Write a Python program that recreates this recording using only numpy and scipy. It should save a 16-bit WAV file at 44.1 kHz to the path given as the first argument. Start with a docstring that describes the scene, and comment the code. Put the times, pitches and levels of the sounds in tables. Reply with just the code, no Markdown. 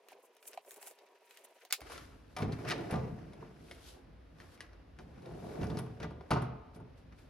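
"""Thin, bassless scratching and tapping come first: an awl at a leather bench in fast-forward, then a dropped tool.
At normal speed a steel chest drawer is unlatched and rolls out on ball runners, a card pattern is laid in,
and the drawer is pushed shut with a knock that rings the chest and the workshop.
Friction is coloured, fluttering noise; contacts are short bursts in three bands; sheet steel is a set of
decaying modes; the room is a tail of noise whose frequencies die at their own speeds."""
import sys
import numpy as np
from scipy import signal
from scipy.fft import rfft, irfft, next_fast_len
from scipy.io import wavfile
from scipy.ndimage import map_coordinates

SR = 44100
rng = np.random.default_rng(int(sys.argv[2]) if len(sys.argv) > 2 else 0)


def unload_wav(signal):
    """Save mono or channel-first audio to the path in sys.argv[1] as 16-bit WAV at rate SR, clipped to [-1, 1]."""
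    wavfile.write(
        sys.argv[1],
        SR,
        np.round(np.clip(np.atleast_2d(signal).T, -1, 1) * 32767).astype(np.int16),
    )


def amplitude_ratio(level_db):
    """Convert a level in decibels to the matching linear amplitude (field) ratio."""
    exponent = np.asarray(level_db, float) / 20
    return 10 ** exponent


N = 321489

CUT_S = 1.813  # the fast-forward ends
SPEED_UP = 8  # the room dies this many times faster in fast-forward

# Contacts; each band peaks above its level by the excess in the band tables
# drawer knocks: t/s, bite level/dB, body level/dB, edge level/dB, chest level/dB (relative)
DRAWER_KNOCKS = [(2.365, -33.5, -34.5, -52, -40.5), (2.385, -38, -35, -57, -44),
                 (2.403, -52, -34.5, -61, -35), (2.4223, -38.5, -49, -67, -27.5),
                 (2.444, -59, -42.5, -75, -45), (2.479, -64, -64, -78, -29.5),
                 (2.505, -64, -60, -76, -40.5), (2.65, -43, -40, -77, -44), (2.682, -35, -44, -67, -52),
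                 (2.706, -29, -36.5, -50, -45), (2.714, -35, -45, -64, -55), (2.72, -49, -33, -68, -59),
                 (2.778, -49, -48, -67, -46), (2.807, -54, -53, -72, -45), (2.909, -39, -44, -50, -41),
                 (2.925, -46, -40, -74, -24), (2.9386, -41.5, -30.5, -76, -37), (2.957, -45, -41, -82, -30),
                 (2.995, -60, -46, -80, -39), (4.99, -54, -49, -80, -46.5), (5.319, -64, -58, -75.5, -46),
                 (5.437, -69, -55, -72, -37.5), (5.462, -63, -53, -72, -44), (5.523, -63, -57, -74, -45),
                 (5.6127, -45, -46, -69, -24.5), (5.6297, -39.5, -41.5, -68, -46),
                 (5.641, -47, -41.5, -59, -46), (5.6982, -51, -46, -73, -34), (5.714, -60, -46, -75, -39),
                 (5.747, -58, -52, -72, -45), (5.7701, -43, -41, -62, -33.5),
                 (5.7877, -43.5, -38.5, -49.5, -41), (5.86, -65, -50.5, -72, -42),
                 (6.001, -46, -46, -68, -34), (6.0296, -39.5, -40.5, -64, -35.5),
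                 (6.043, -54.5, -38.5, -82, -38.5), (6.106, -56, -49.5, -78, -46),
                 (6.3063, -32.5, -25.5, -45.5, -33.5), (6.3124, -29, -22, -56, -19),
                 (6.333, -36, -33, -58, -42.5), (6.359, -44, -28, -71, -29), (6.373, -48, -35.5, -72, -34),
                 (6.42, -47.5, -40, -58.5, -34), (6.7604, -59.5, -52.5, -68, -41),
                 (6.7986, -70, -51, -77, -41)]
# short contacts with their own ring: card, fingers, loose tools and the clack of the opening drawer:
# t/s, bite level/dB, body level/dB, edge level/dB, ring f/Hz
RINGING_SNAPS = [(1.816, -42.5, -40, -58, 2120), (1.899, -58, -40.5, -56, 1880),
                 (1.919, -40, -42, -56, 5800), (1.933, -50, -48, -60, 1290),
                 (1.9786, -34.5, -50, -65, 1350), (2.522, -40, -54, -72, 4110), (2.7, -26, -49, -60, 1690),
                 (2.708, -27, -52, -62, 1640), (2.716, -24.5, -57, -64, 1885), (2.721, -29, -55, -64, 2640),
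                 (2.727, -45, -38, -66, 1650), (2.739, -50, -54, -66, 2260), (3.3336, -48, -53, -68, 2230),
                 (3.4251, -58, -41.5, -85, 1740), (3.6842, -53, -66, -76, 2530),
                 (3.712, -35.5, -43, -54.5, 2174), (3.748, -53, -73, -64, 2840),
                 (4.386, -56, -58, -87, 1490), (4.4015, -40.5, -52, -73, 1830),
                 (4.576, -54, -54, -75, 2260), (4.6058, -32.5, -46, -49, 1960),
                 (4.6244, -51, -56, -70, 1860), (4.732, -54, -59, -75, 1720),
                 (4.988, -41.5, -60, -68, 1613), (5.221, -61, -73, -76, 4000), (5.259, -50, -58, -67, 1880),
                 (5.669, -43.5, -65, -65, 5300), (5.701, -43.5, -65, -75, 3530),
                 (5.772, -36.5, -52, -66, 4770), (6.209, -53.5, -43, -95, 2320),
                 (7.124, -55, -63, -82, 2470), (7.187, -57, -64, -71, 2380)]
# taps on the bench: t/s, bite level/dB, body level/dB, edge level/dB, ring f/Hz
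BENCH_TAPS = [(0.0855, -50.5, -74, -56, 1930), (0.1191, -64, -51.5, -65, 1770),
              (0.3499, -73, -69, -62, 2830), (0.3673, -57.5, -72, -57.5, 2100),
              (0.4273, -53.5, -73, -57, 2030), (0.4545, -55, -64, -58.5, 2100),
              (0.4774, -49.5, -80, -41.5, 3600), (0.5321, -47, -73, -60, 1960),
              (0.5745, -44.5, -38.5, -57, 2200), (0.6485, -63, -62, -65, 1800),
              (0.7085, -49, -74, -41, 1810), (0.717, -60, -69, -45.5, 2000), (0.742, -60, -71, -49, 2590),
              (0.761, -58, -70, -54, 2500), (0.814, -60, -60, -55.5, 2500), (0.8275, -51, -57, -44.5, 2140),
              (0.865, -56, -68, -54.5, 5000), (0.8715, -52, -55.5, -42.5, 1930),
              (0.8813, -56, -64, -43.5, 3000), (0.911, -55, -71, -54, 2500), (0.988, -54, -73, -65, 3030),
              (1.3092, -50, -73, -55, 2460), (1.3722, -50, -78, -51, 2350),
              (1.449, -55.5, -63, -71.5, 2180), (1.6506, -48.5, -58, -51, 2940),
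              (1.704, -50, -57, -60.5, 2460), (1.708, -37.5, -60, -51, 2040), (1.7251, -21, -51, -22, 1990),
              (1.7328, -30, -49, -40, 1970), (1.7379, -32, -58, -39.5, 2080), (1.7443, -50, -65, -46, 2000),
              (1.75, -50, -69, -51, 3000), (1.806, -48.5, -62, -54, 2240)]
# bite, body and edge bands: low f/Hz, high f/Hz, peak excess/dB
KNOCK_BANDS = [(1350, 7800, 2), (436, 1210, 0), (8740, 11250, 9.5)]
SNAP_BANDS = [(975, 7100, 2.2), (405, 1190, 2.6), (8800, 10700, 8.3)]
TAP_BANDS = [(1290, 5660, 4), (577, 987, 4.5), (6700, 15500, 5)]
# pings of a struck small part: multiple of its ring, level/dB
PING_OVERTONES = [(1, -4), (1.471, -10.5), (2.3, -12.5)]
KNOCK_T60_S, SNAP_T60_S, TAP_T60_S = 0.059, 0.066, 0.021

# Steel bodies
# big chest panels when struck: f/Hz, level/dB, t60/s
CHEST_MODES = [(75.6, -8, 0.91), (111.5, -2.5, 0.41), (128.35, -4, 0.63), (165, 3.5, 0.19),
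               (195.5, 2.5, 0.092), (221.5, -1.5, 0.2), (265.4, -9, 0.52), (287, -4.5, 0.13),
               (348, -8, 0.2), (432.7, -3, 0.19)]
# drawer front when struck: f/Hz, level/dB, t60/s
FRONT_MODES = [(615, -6, 0.12), (738, -1.5, 0.064), (881, -2.5, 0.091), (930, -1, 0.073),
               (1058, -3.5, 0.057), (1196, -5, 0.12), (1244, -17, 0.11), (1414, -2, 0.055),
               (1520, -10.5, 0.1), (1656, -20.5, 0.13), (1735, -11.5, 0.071), (1960, -11, 0.13),
               (2320, -9, 0.09), (2560, -18.5, 0.18), (2970, -20, 0.084), (3730, -19.5, 0.08),
               (3870, -35, 0.065)]
# panels shaken by rolling: f/Hz, width/Hz, level/dB
PANEL_MODES = [(111, 50.5, 1.5), (171, 47, 3.5), (205.4, 35, 2), (268.5, 72, -5)]
# runner rails: f/Hz, width/Hz, level/dB
RUNNER_MODES = [(324, 50, 2), (453.6, 31, 2.5), (561, 126, -6.5), (725, 84, -4), (888, 110, -10.5)]
RUNNER_SHIFT = 1.121  # the raised set of rail modes lies this many times higher

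# Movement
# the drawer rolling out, then in: t/s, chest level/dB, runner level/dB, scrape level/dB
DRAWER_ROLL = [
    [(2.37, -76, -78, -86), (2.42, -37, -57, -50), (2.52, -40.5, -77, -83), (2.59, -50, -52, -57.5),
     (2.66, -47, -46, -57), (2.73, -46.5, -41.5, -57.5), (2.9, -51.5, -44, -58),
     (2.98, -44.5, -45.5, -60.5), (3.15, -44.5, -55, -67), (3.36, -55, -56.5, -70), (3.55, -57.5, -68, -79),
     (3.8, -75, -78, -83)],
    [(5.0, -73, -85, -91), (5.09, -49, -61, -74), (5.17, -57.5, -65, -72), (5.27, -53.5, -51.5, -65.5),
     (5.45, -55, -49.5, -67), (5.6, -45, -43.5, -61), (5.77, -41.5, -46.5, -63), (5.88, -44, -54.5, -69.5),
     (5.99, -56, -58, -74), (6.1, -54.5, -64, -100), (6.3, -70, -59, -69.5), (6.4, -73, -79, -92)],
]
ROLL_HISS_DB = -9  # rustle over scrape while rolling
# chest, runner, scrape and rustle just after a knock: level/dB over the knock's chest level
SHUDDER_OVER_DB = [-15, -16, -34.5, -38]
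# decay of the same four layers: t60/s
SHUDDER_T60_S = [0.62, 0.46, 0.44, 0.11]
SHUDDER_RISE_S = 0.0019
# the same four layers while the chest rests: level/dB
IDLE_DB = [-67, -75.5, -81, -88]
# short swells of friction, from sleeves, hands, card, and steel scraping in the runners:
# peak t/s, rise/s, fall/s (each spans 20 dB), low level/dB, scrape level/dB, rustle level/dB
FRICTION_SWELLS = [(1.87, 0.14, 0.11, -56, -60, -63.5), (1.925, 0.07, 0.15, -50, -51, -53.5),
                   (2.02, 0.19, .3, -63, -62, -67), (2.33, 0.14, 0.38, -69, -75, -74),
                   (2.528, 0.022, 0.064, -51, -55, -60), (2.69, 0.016, 0.02, -59, -52, -44.5),
                   (2.718, 0.06, 0.027, -58, -37.5, -68), (2.91, 0.0052, 0.04, -55, -50.5, -55.5),
                   (3.42, 0.093, 0.21, -57.5, -63.5, -77), (3.72, 0.28, 0.24, -59, -69.5, -65.5),
                   (3.893, 0.15, 0.1, -66, -65.5, -56), (3.98, 0.15, 0.084, -58.5, -70, -85),
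                   (4.42, 0.067, 0.11, -58, -61.5, -68.5), (4.552, 0.22, 0.027, -67, -68.5, -66.5),
                   (4.63, 0.14, 0.097, -62.5, -63, -72), (4.73, 0.086, 0.09, -66, -70, -86),
                   (5.01, 0.042, 0.088, -55.5, -77, -72.5), (5.5, 0.41, 0.63, -72, -80, -66),
                   (5.79, 0.021, 0.023, -52, -61, -53), (6.037, 0.044, 0.027, -43.5, -49, -69),
                   (6.422, 0.016, 0.048, -60, -70, -64), (6.75, 0.014, 0.038, -66.5, -68, -66),
                   (6.978, 0.02, 0.072, -83, -100, -72.5), (7.128, 0.016, 0.025, -70, -62, -91.5),
                   (7.196, 0.073, 0.17, -75, -70.5, -71)]
# hand and awl strokes on leather: peak t/s, rise/s, fall/s (each spans 20 dB),
# low level/dB, rub level/dB, scratch level/dB
AWL_STROKES = [(.13, 0.072, 0.021, -54, -64, -67), (.25, 0.085, 0.04, -60.5, -88, -71),
               (.494, 0.065, 0.055, -61, -69, -51), (.544, 0.049, 0.026, -62, -59, -74),
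               (.69, 0.06, 0.12, -60.5, -66, -59), (.77, 0.15, .1, -59, -68.5, -60),
               (.82, .06, 0.054, -60, -65, -58), (.868, 0.095, 0.07, -57.5, -61, -53),
               (.992, 0.33, 0.42, -67, -72.5, -80), (1.322, 0.165, 0.39, -63.5, -66.5, -68.5),
               (1.62, 0.1, 0.048, -87, -65, -68.5), (1.79, 0.017, 0.026, -56, -75, -68),
               (1.819, 0.03, .03, -58.5, -68, -61)]
SHOP_DB, RUB_DB, SCRATCH_DB = -67.5, -74.5, -85.5  # steady levels at the bench
HUM_HZ = 957  # mains hum raised by the speed
# slow swell of the hum: t/s, level/dB
HUM_SWELL = [(0, -86), (.4, -80), (.8, -76), (.95, -74.5), (1.45, -76.5), (1.8, -85)]

# Spectra: f/Hz, level/dB per Hz
SCRAPE_COLOUR = [(650, -28), (1100, 0.5), (1630, 0), (2480, -7), (2700, -5), (3410, -21.5), (5460, -13.5),
                 (7000, -24.5), (9100, -96), (15400, -120)]  # scraping
RUSTLE_COLOUR = [(1180, -53), (2000, -9.5), (3210, 1.5), (3480, 1), (4630, 0), (7730, -7), (11400, -4.5),
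                 (13300, -14.5), (14000, -34.5)]  # brighter rustling
SHOP_COLOUR = [(88, -69.5), (150, -32.5), (345, -12.5), (394, -4), (641, -7), (934, -15), (1020, -12),
               (1700, -36), (2210, -40), (3740, -120)]  # workshop tone in fast-forward
RUB_COLOUR = [(760, -29), (1300, 0.5), (2520, 3), (3520, -4), (5310, -7), (6500, -9.5), (8450, -26),
              (14300, -120)]  # hand on leather
SCRATCH_COLOUR = [(4000, -34.5), (6000, -12), (7500, -8), (10400, -6), (14500, -11.5), (16000, -19),
                  (17000, -61.5)]  # awl on leather
AIR_COLOUR = [(12, -46), (20, -30), (54, 4), (112, -5), (152, -37.5), (263, -6.5), (397, -18.5), (443, -14),
              (954, -23), (2290, -30), (5220, -39.5), (7660, -57), (10900, -50.5), (14000, -60)]  # quiet workshop
AIR_DB = -58

# Stereo and room
# microphone treble for contacts at normal speed: f/Hz, level/dB
MICROPHONE = [(5500, -2.5), (7600, -13.5), (10000, -2), (12500, -5.5), (14000, -25), (16000, -45)]
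# left-right likeness of drawer, bench and air: f/Hz, likeness (0-1)
ALIKE_DRAWER = [(60, 1), (150, 0.91), (300, 0.88), (600, 0.061), (2500, 0.57), (8000, 0.029)]
ALIKE_BENCH = [(300, 0.95), (1400, .8), (3000, 0.6), (7000, 0.04)]
ALIKE_AIR = [(60, 1), (150, 0.71), (300, 0.6), (600, 0.09), (2500, 0.55), (8000, 0.035)]
# phase of left ahead of right, for drawer contacts and bench taps: f/Hz, lead/rad
LEAD_DRAWER = [(300, 0.14), (700, 1), (3500, 0.62), (7000, 1), (14000, 0.66)]
LEAD_BENCH = [(1500, 0), (3500, 1.1), (5000, 2), (6500, 0.5), (10000, 0.055), (15000, 1.2)]
# left over right for drawer contacts and bench taps (on top of their pan), and rolling: f/Hz, level/dB
BALANCE_DRAWER = [(60, -0.5), (150, 0), (380, -2.5), (950, 1.5), (2380, 2), (5980, 3), (15000, -4)]
BALANCE_BENCH = [(60, -0.5), (180, 4), (550, -0.5), (1650, -2.5), (4970, 2.5), (15000, 3)]
BALANCE_ROLL = [(60, 3), (180, 0.1), (330, -4.5), (650, -0.5), (1650, 1), (4970, 3.5), (15000, -2)]
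# workshop decay before the room's speed factor: f/Hz, t60/s
WORKSHOP_DECAY = [(100, 0.4), (500, 0.92), (2000, 0.71), (10000, 0.21)]


def drawer():
    """Balls rumble along the runners and shake the panels; latch, stops and card add contacts."""
    shake, roll, scrape, rustle = motion()
    bed = shake * rush(modes(PANEL_MODES), ALIKE_DRAWER, rate=25, lumpy_db=2.5)
    bed += roll * runners()
    bed += scrape * rush(shaped(SCRAPE_COLOUR), ALIKE_DRAWER, rate=79, lumpy_db=3.0)
    bed += rustle * rush(shaped(RUSTLE_COLOUR), ALIKE_DRAWER, rate=310, lumpy_db=1.0)

    times, bite_db, body_db, _, chest_db = np.transpose(DRAWER_KNOCKS)
    # a sharp blow wakes the upper modes, a blunt one the lower
    upper = np.transpose(FRONT_MODES)[0, :, None] > 1560
    front_db = np.where(upper, bite_db[:, None, None] + 2.5, body_db[:, None, None] + 0.19)
    chest = ringing(times, chest_db - 6.5, CHEST_MODES, attack_s=0.0028)
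    front = ringing(times, front_db, FRONT_MODES, attack_s=0.0048)
    knocks = contacts(DRAWER_KNOCKS, np.full(len(times), 2100), 0.77, KNOCK_BANDS, KNOCK_T60_S,
                      rise=0.0096, tick=0.59, sharp=1.3, click=3.8, ping=0.069, ring=1.86, thud=0.12)
    snaps = contacts(RINGING_SNAPS, [row[4] for row in RINGING_SNAPS], 0.36, SNAP_BANDS, SNAP_T60_S,
                     rise=0.0028, tick=4.5, sharp=3.6, click=5.3, ping=1.07, ring=2.6, thud=0.11)

    hits = knocks + snaps + chest + front
    sent = hits - 0.5 * snaps - 0.5 * front  # the snaps and the near drawer front stir the room less
    near = ported(hits + amplitude_ratio(-3.5) * rattle(scrape), LEAD_DRAWER, BALANCE_DRAWER)
    heard = near + amplitude_ratio(-7.5) * room(sent.mean(0), 0.95, ALIKE_DRAWER)
    return ported(bed, [(100, 0.0068)], BALANCE_ROLL) + filtered(heard, shaped(MICROPHONE))


def contacts(rows, rings_hz, pan_db, bands, t60, rise, tick, sharp, click, ping, ring, thud):
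    """Each contact is a tick and a dying noise burst in a ringing bite band, a body band and an edge band."""
    out, t = np.zeros(N + SR), np.arange(SR // 11) / SR
    filters = [signal.butter(3, [low, high], "bandpass", fs=SR, output="sos") for low, high, _ in bands]
    fade = amplitude_ratio(-60 * t / t60)
    shape = (fade + tick * amplitude_ratio(-60 * t / 0.0026)) * (1 - np.exp(-t / (rise * t60)))
    body_hz = np.sqrt(bands[1][0] * bands[1][1])
    thump = signal.sosfilt(filters[1], fade * np.sin(2 * np.pi * body_hz * t))
    for (s, *levels, _), ring_hz in zip(rows, rings_hz):
        blow = shape * rng.standard_normal(len(t))
        blow[3] += click  # the first hard touch
        bite, body, edge = [signal.sosfilt(sos, blow) for sos in filters]
        bite = bite + ring * signal.lfilter(*signal.iirpeak(ring_hz, sharp, fs=SR), bite)
        tones = sum(amplitude_ratio(db) * np.sin(2 * np.pi * k * ring_hz * t) for k, db in PING_OVERTONES)
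        bite = bite + ping * fade * tones
        body = body + thud * thump
        for db, (_, _, excess_db), part in zip(levels, bands, (bite, body, edge)):
            out[round(s * SR):][:len(t)] += amplitude_ratio(db + excess_db) * part / np.abs(part).max()
    return amplitude_ratio([[pan_db / 2], [-pan_db / 2]]) * out[:N]


def ringing(times, levels_db, steel, attack_s):
    """Every knock rings the sheet steel; each mode is a beating pair at new strengths."""
    longest_s = min(.6, max(mode[2] for mode in steel))
    out, t = np.zeros(N + SR), np.arange(int(longest_s * SR)) / SR
    hz, mode_db, t60 = np.transpose(steel)[:, :, None]
    fade = amplitude_ratio(-60 * t / t60) * (1 - np.exp(-t / attack_s))
    for s, db in zip(times, levels_db):
        size, tune, beat = rng.standard_normal((3, len(steel), 1))
        tone = np.sin(2 * np.pi * hz * (1 + 0.0083 * tune) * t)
        beating = np.cos(2 * np.pi * hz * 0.0062 * beat * t)
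        out[round(s * SR):][:len(t)] += (amplitude_ratio(db + mode_db + 1.4 * size) * fade * tone * beating).sum(0)
    return out[:N]


def motion():
    """Gains of chest, runner, scrape and rustle: rest, rolling, the shudder after each knock, friction swells."""
    t = np.arange(N) / SR
    times, *levels = np.concatenate(DRAWER_ROLL).T
    levels.append(levels[2] + ROLL_HISS_DB)
    power = amplitude_ratio([np.interp(t, times, db) for db in levels]) ** 2
    since = t[:SR // 3]
    over_db, t60 = np.transpose([SHUDDER_OVER_DB]), np.transpose([SHUDDER_T60_S])
    shudder = amplitude_ratio(over_db - 60 * since / t60) * (1 - np.exp(-since / SHUDDER_RISE_S))
    for s, *_, chest_db in DRAWER_KNOCKS:
        power[:, round(s * SR):][:, :len(since)] += (amplitude_ratio(chest_db) * shudder) ** 2
    power[0] += amplitude_ratio(IDLE_DB[0] + 2.5 * wobble(8.9)) ** 2
    power[1:] += swells(FRICTION_SWELLS, IDLE_DB[1:]) ** 2
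    return np.sqrt(power)


def runners():
    """Balls bump over the rails in grains; the sound wanders between a lower and a raised set of rail modes."""
    drive = rng.standard_normal((2, N)) * amplitude_ratio(1.2 * wobble(50))
    drive = drive + 0.87 * unit(crackle(rate=200, spread_db=2.0))
    share = np.pi / 4 * (1 + np.tanh(1.47 * wobble(7.5)))  # crossfade angle
    raised = [(hz * RUNNER_SHIFT, width_hz, db) for hz, width_hz, db in RUNNER_MODES]
    lower_rails = paired(drive * np.cos(share), modes(RUNNER_MODES), ALIKE_DRAWER)
    raised_rails = paired(drive * np.sin(share), modes(raised), ALIKE_DRAWER)
    return unit(lower_rails + raised_rails)


def rattle(scrape):
    """Loose balls tick at random and ring the drawer front, its upper modes most, louder as the steel scrapes."""
    front = [(hz, 6 / t60, db + 7 * np.log2(hz / 1500)) for hz, db, t60 in FRONT_MODES]
    return scrape * unit(filtered(crackle(rate=350, spread_db=4.5)[0], modes(front)))


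def bench():
    """Hurried handwork: shop tone, rubbing leather, a scratching awl, hum and taps in a shrunken room."""
    low, rub, scratch = swells(AWL_STROKES, [SHOP_DB, RUB_DB, SCRATCH_DB])
    bed = low * amplitude_ratio(0.71 * wobble(12)) * rush(shaped(SHOP_COLOUR), ALIKE_BENCH, rate=50, lumpy_db=4.0)
    bed += rub * rush(shaped(RUB_COLOUR), ALIKE_BENCH, rate=90, lumpy_db=2.5)
    bed += scratch * rush(shaped(SCRATCH_COLOUR), ALIKE_BENCH, rate=74, lumpy_db=5.5)
    # the point catches in the grain
    catches = unit(filtered(crackle(rate=250, spread_db=4.5), shaped(SCRATCH_COLOUR)))
    bed += amplitude_ratio(-7.0) * scratch * catches
    rub_grains = unit(filtered(crackle(rate=230, spread_db=1), shaped(RUB_COLOUR)))
    bed += amplitude_ratio(-9) * rub * rub_grains
    taps = contacts(BENCH_TAPS, [row[4] for row in BENCH_TAPS], -0.82, TAP_BANDS, TAP_T60_S,
                    rise=0.0043, tick=2.0, sharp=1.5, click=4.1, ping=0.15, ring=1.1, thud=0.42)
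    whole = bed + hum() + ported(taps, LEAD_BENCH, BALANCE_BENCH)
    whole += amplitude_ratio(-4.5) * room(taps.mean(0), SPEED_UP, ALIKE_BENCH)
    # the speed lifts everything out of the bass
    return signal.sosfilt(signal.butter(3, 170, "highpass", fs=SR, output="sos"), whole)


def hum():
    """Mains hum raised by the speed: one sine wavering in level and phase."""
    t = np.arange(N) / SR
    swell_db = np.interp(t, *np.transpose(HUM_SWELL))
    level = amplitude_ratio(swell_db + 3.0 * wobble(19.0)) * np.sqrt(2)
    return level * np.sin(2 * np.pi * HUM_HZ * t + 1.3 * wobble(30))


def room(x, speed, alike):
    """Each frequency of the room's answer dies at its own speed; a new tail every quarter second."""
    out, step = np.zeros((2, N + 2 * SR)), SR // 4
    for i in range(0, N, step):
        if x[i:i + step].any():
            noise = rng.standard_normal((2, int(.7 * SR / speed)))
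            hz, t, z = signal.stft(noise, SR, nperseg=256)
            t60 = along(WORKSHOP_DECAY, hz / speed)[:, None]
            tail = signal.istft(z * amplitude_ratio(-60 * t * speed / t60), SR, nperseg=256)[1]
            wet = signal.fftconvolve(x[None, i:i + step], tail / np.linalg.norm(tail[0]), axes=1)
            out[:, i + int(200 / speed):][:, :wet.shape[1]] += wet  # 200 samples of delay, cut by speed
    return paired(out[:, :N], np.ones_like, alike)


def air():
    """The low rumble and faint hiss of the quiet workshop, as steady coloured noise."""
    return amplitude_ratio(AIR_DB + 0.24 * wobble(4.047)) * rush(shaped(AIR_COLOUR), ALIKE_AIR, rate=15.0, lumpy_db=0.5)


def rush(colour, alike, rate, lumpy_db):
    """Stereo friction noise of rms 1 whose grip flutters at rate knots a second."""
    return unit(paired(rng.standard_normal((2, N)) * amplitude_ratio(lumpy_db * wobble(rate)), colour, alike))


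def crackle(rate, spread_db):
    """Sparse single clicks of varying size, about rate a second, each leaning at random to left or right."""
    luck = rng.random(N)
    size_db, sign, side_db = rng.standard_normal((3, N))
    sizes = amplitude_ratio(spread_db * size_db + 4.3 * side_db * [[1], [-1]])
    return (luck < rate / SR) * np.sign(sign) * sizes


def swells(rows, steady_db):
    """Gain of each layer: its steady level plus, in power, every stroke rising to its peak and falling away."""
    t = np.arange(N) / SR
    power = amplitude_ratio(np.transpose([steady_db])) ** 2 * np.ones(N)
    for s, rise, fall, *levels in rows:
        near = slice(max(0, round((s - 2 * rise) * SR)), round((s + 2 * fall) * SR))
        away = t[near] - s
        drop_db = 20 * np.maximum(-away / rise, away / fall)
        power[:, near] += amplitude_ratio(np.transpose([levels]) - drop_db) ** 2
    return np.sqrt(power)


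def ported(pair, lead, balance_db):
    """Two microphone ports hear a near source with a phase lead and a level difference, half on each side."""
    sides = np.array([[1], [-1]])
    return filtered(pair, lambda f: np.exp(.5j * along(lead, f) * sides) * amplitude_ratio(along(balance_db, f) / 2 * sides))


def paired(pair, colour, alike):
    """Two signals coloured and blended as mid and side; unrelated ones gain the given left-right likeness."""
    def response(f):
        turn = np.arccos(np.clip(along(alike, f), -1, 1)) / 2
        return colour(f) * [np.cos(turn), np.sin(turn)]
    mid, side = filtered(pair, response)
    return np.array([mid + side, mid - side])


def modes(peaks):
    """Response of a body with several modes, with steep skirts around them."""
    low, high = peaks[0][0], peaks[-1][0]

    def response(f):
        skirt = resonance(f, np.sqrt(low * high), 1.33 * high) ** 2
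        return skirt * sum((-1) ** k * amplitude_ratio(db) * resonance(f, hz, width_hz)
                           for k, (hz, width_hz, db) in enumerate(peaks))
    return response


def resonance(f, hz, width_hz):
    """Causal response of one damped mode."""
    return 1j * f * width_hz / (hz * hz - f * f + 1j * f * width_hz)


def shaped(spectrum):
    """Gain of a spectrum table as a function of frequency."""
    return lambda f: amplitude_ratio(along(spectrum, f))


def filtered(x, response):
    """x passed through a complex response of frequency."""
    m = next_fast_len(N + SR // 2)
    return irfft(rfft(x, m) * response(np.fft.rfftfreq(m, 1 / SR)), m)[..., :N]


def along(points, hz):
    """Reads (f/Hz, value) points on a log frequency axis."""
    f, v = np.transpose(points)
    return np.interp(np.log(hz + 1), np.log(f + 1), v)


def wobble(rate):
    """A smooth random curve, rate knots a second."""
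    return map_coordinates(rng.standard_normal(int(N * rate / SR) + 4), [np.arange(N) * rate / SR])


def unit(x):
    """Scales to rms 1."""
    return x / np.sqrt(np.mean(x ** 2) + 1e-20)


def scene():
    """The fast-forward gives way to normal speed within three milliseconds."""
    after = np.clip((np.arange(N) / SR - CUT_S) / .003, 0, 1)
    return (1 - after) * bench() + after * (drawer() + air())


def low_pass(x):
    """Removes everything above the highest recorded frequency."""
    return signal.sosfilt(signal.butter(12, 16520, fs=SR, output="sos"), x)


def record(dry):
    """Delivers the finished mix."""
    return low_pass(dry)


dry = scene()
out = record(dry)
unload_wav(out)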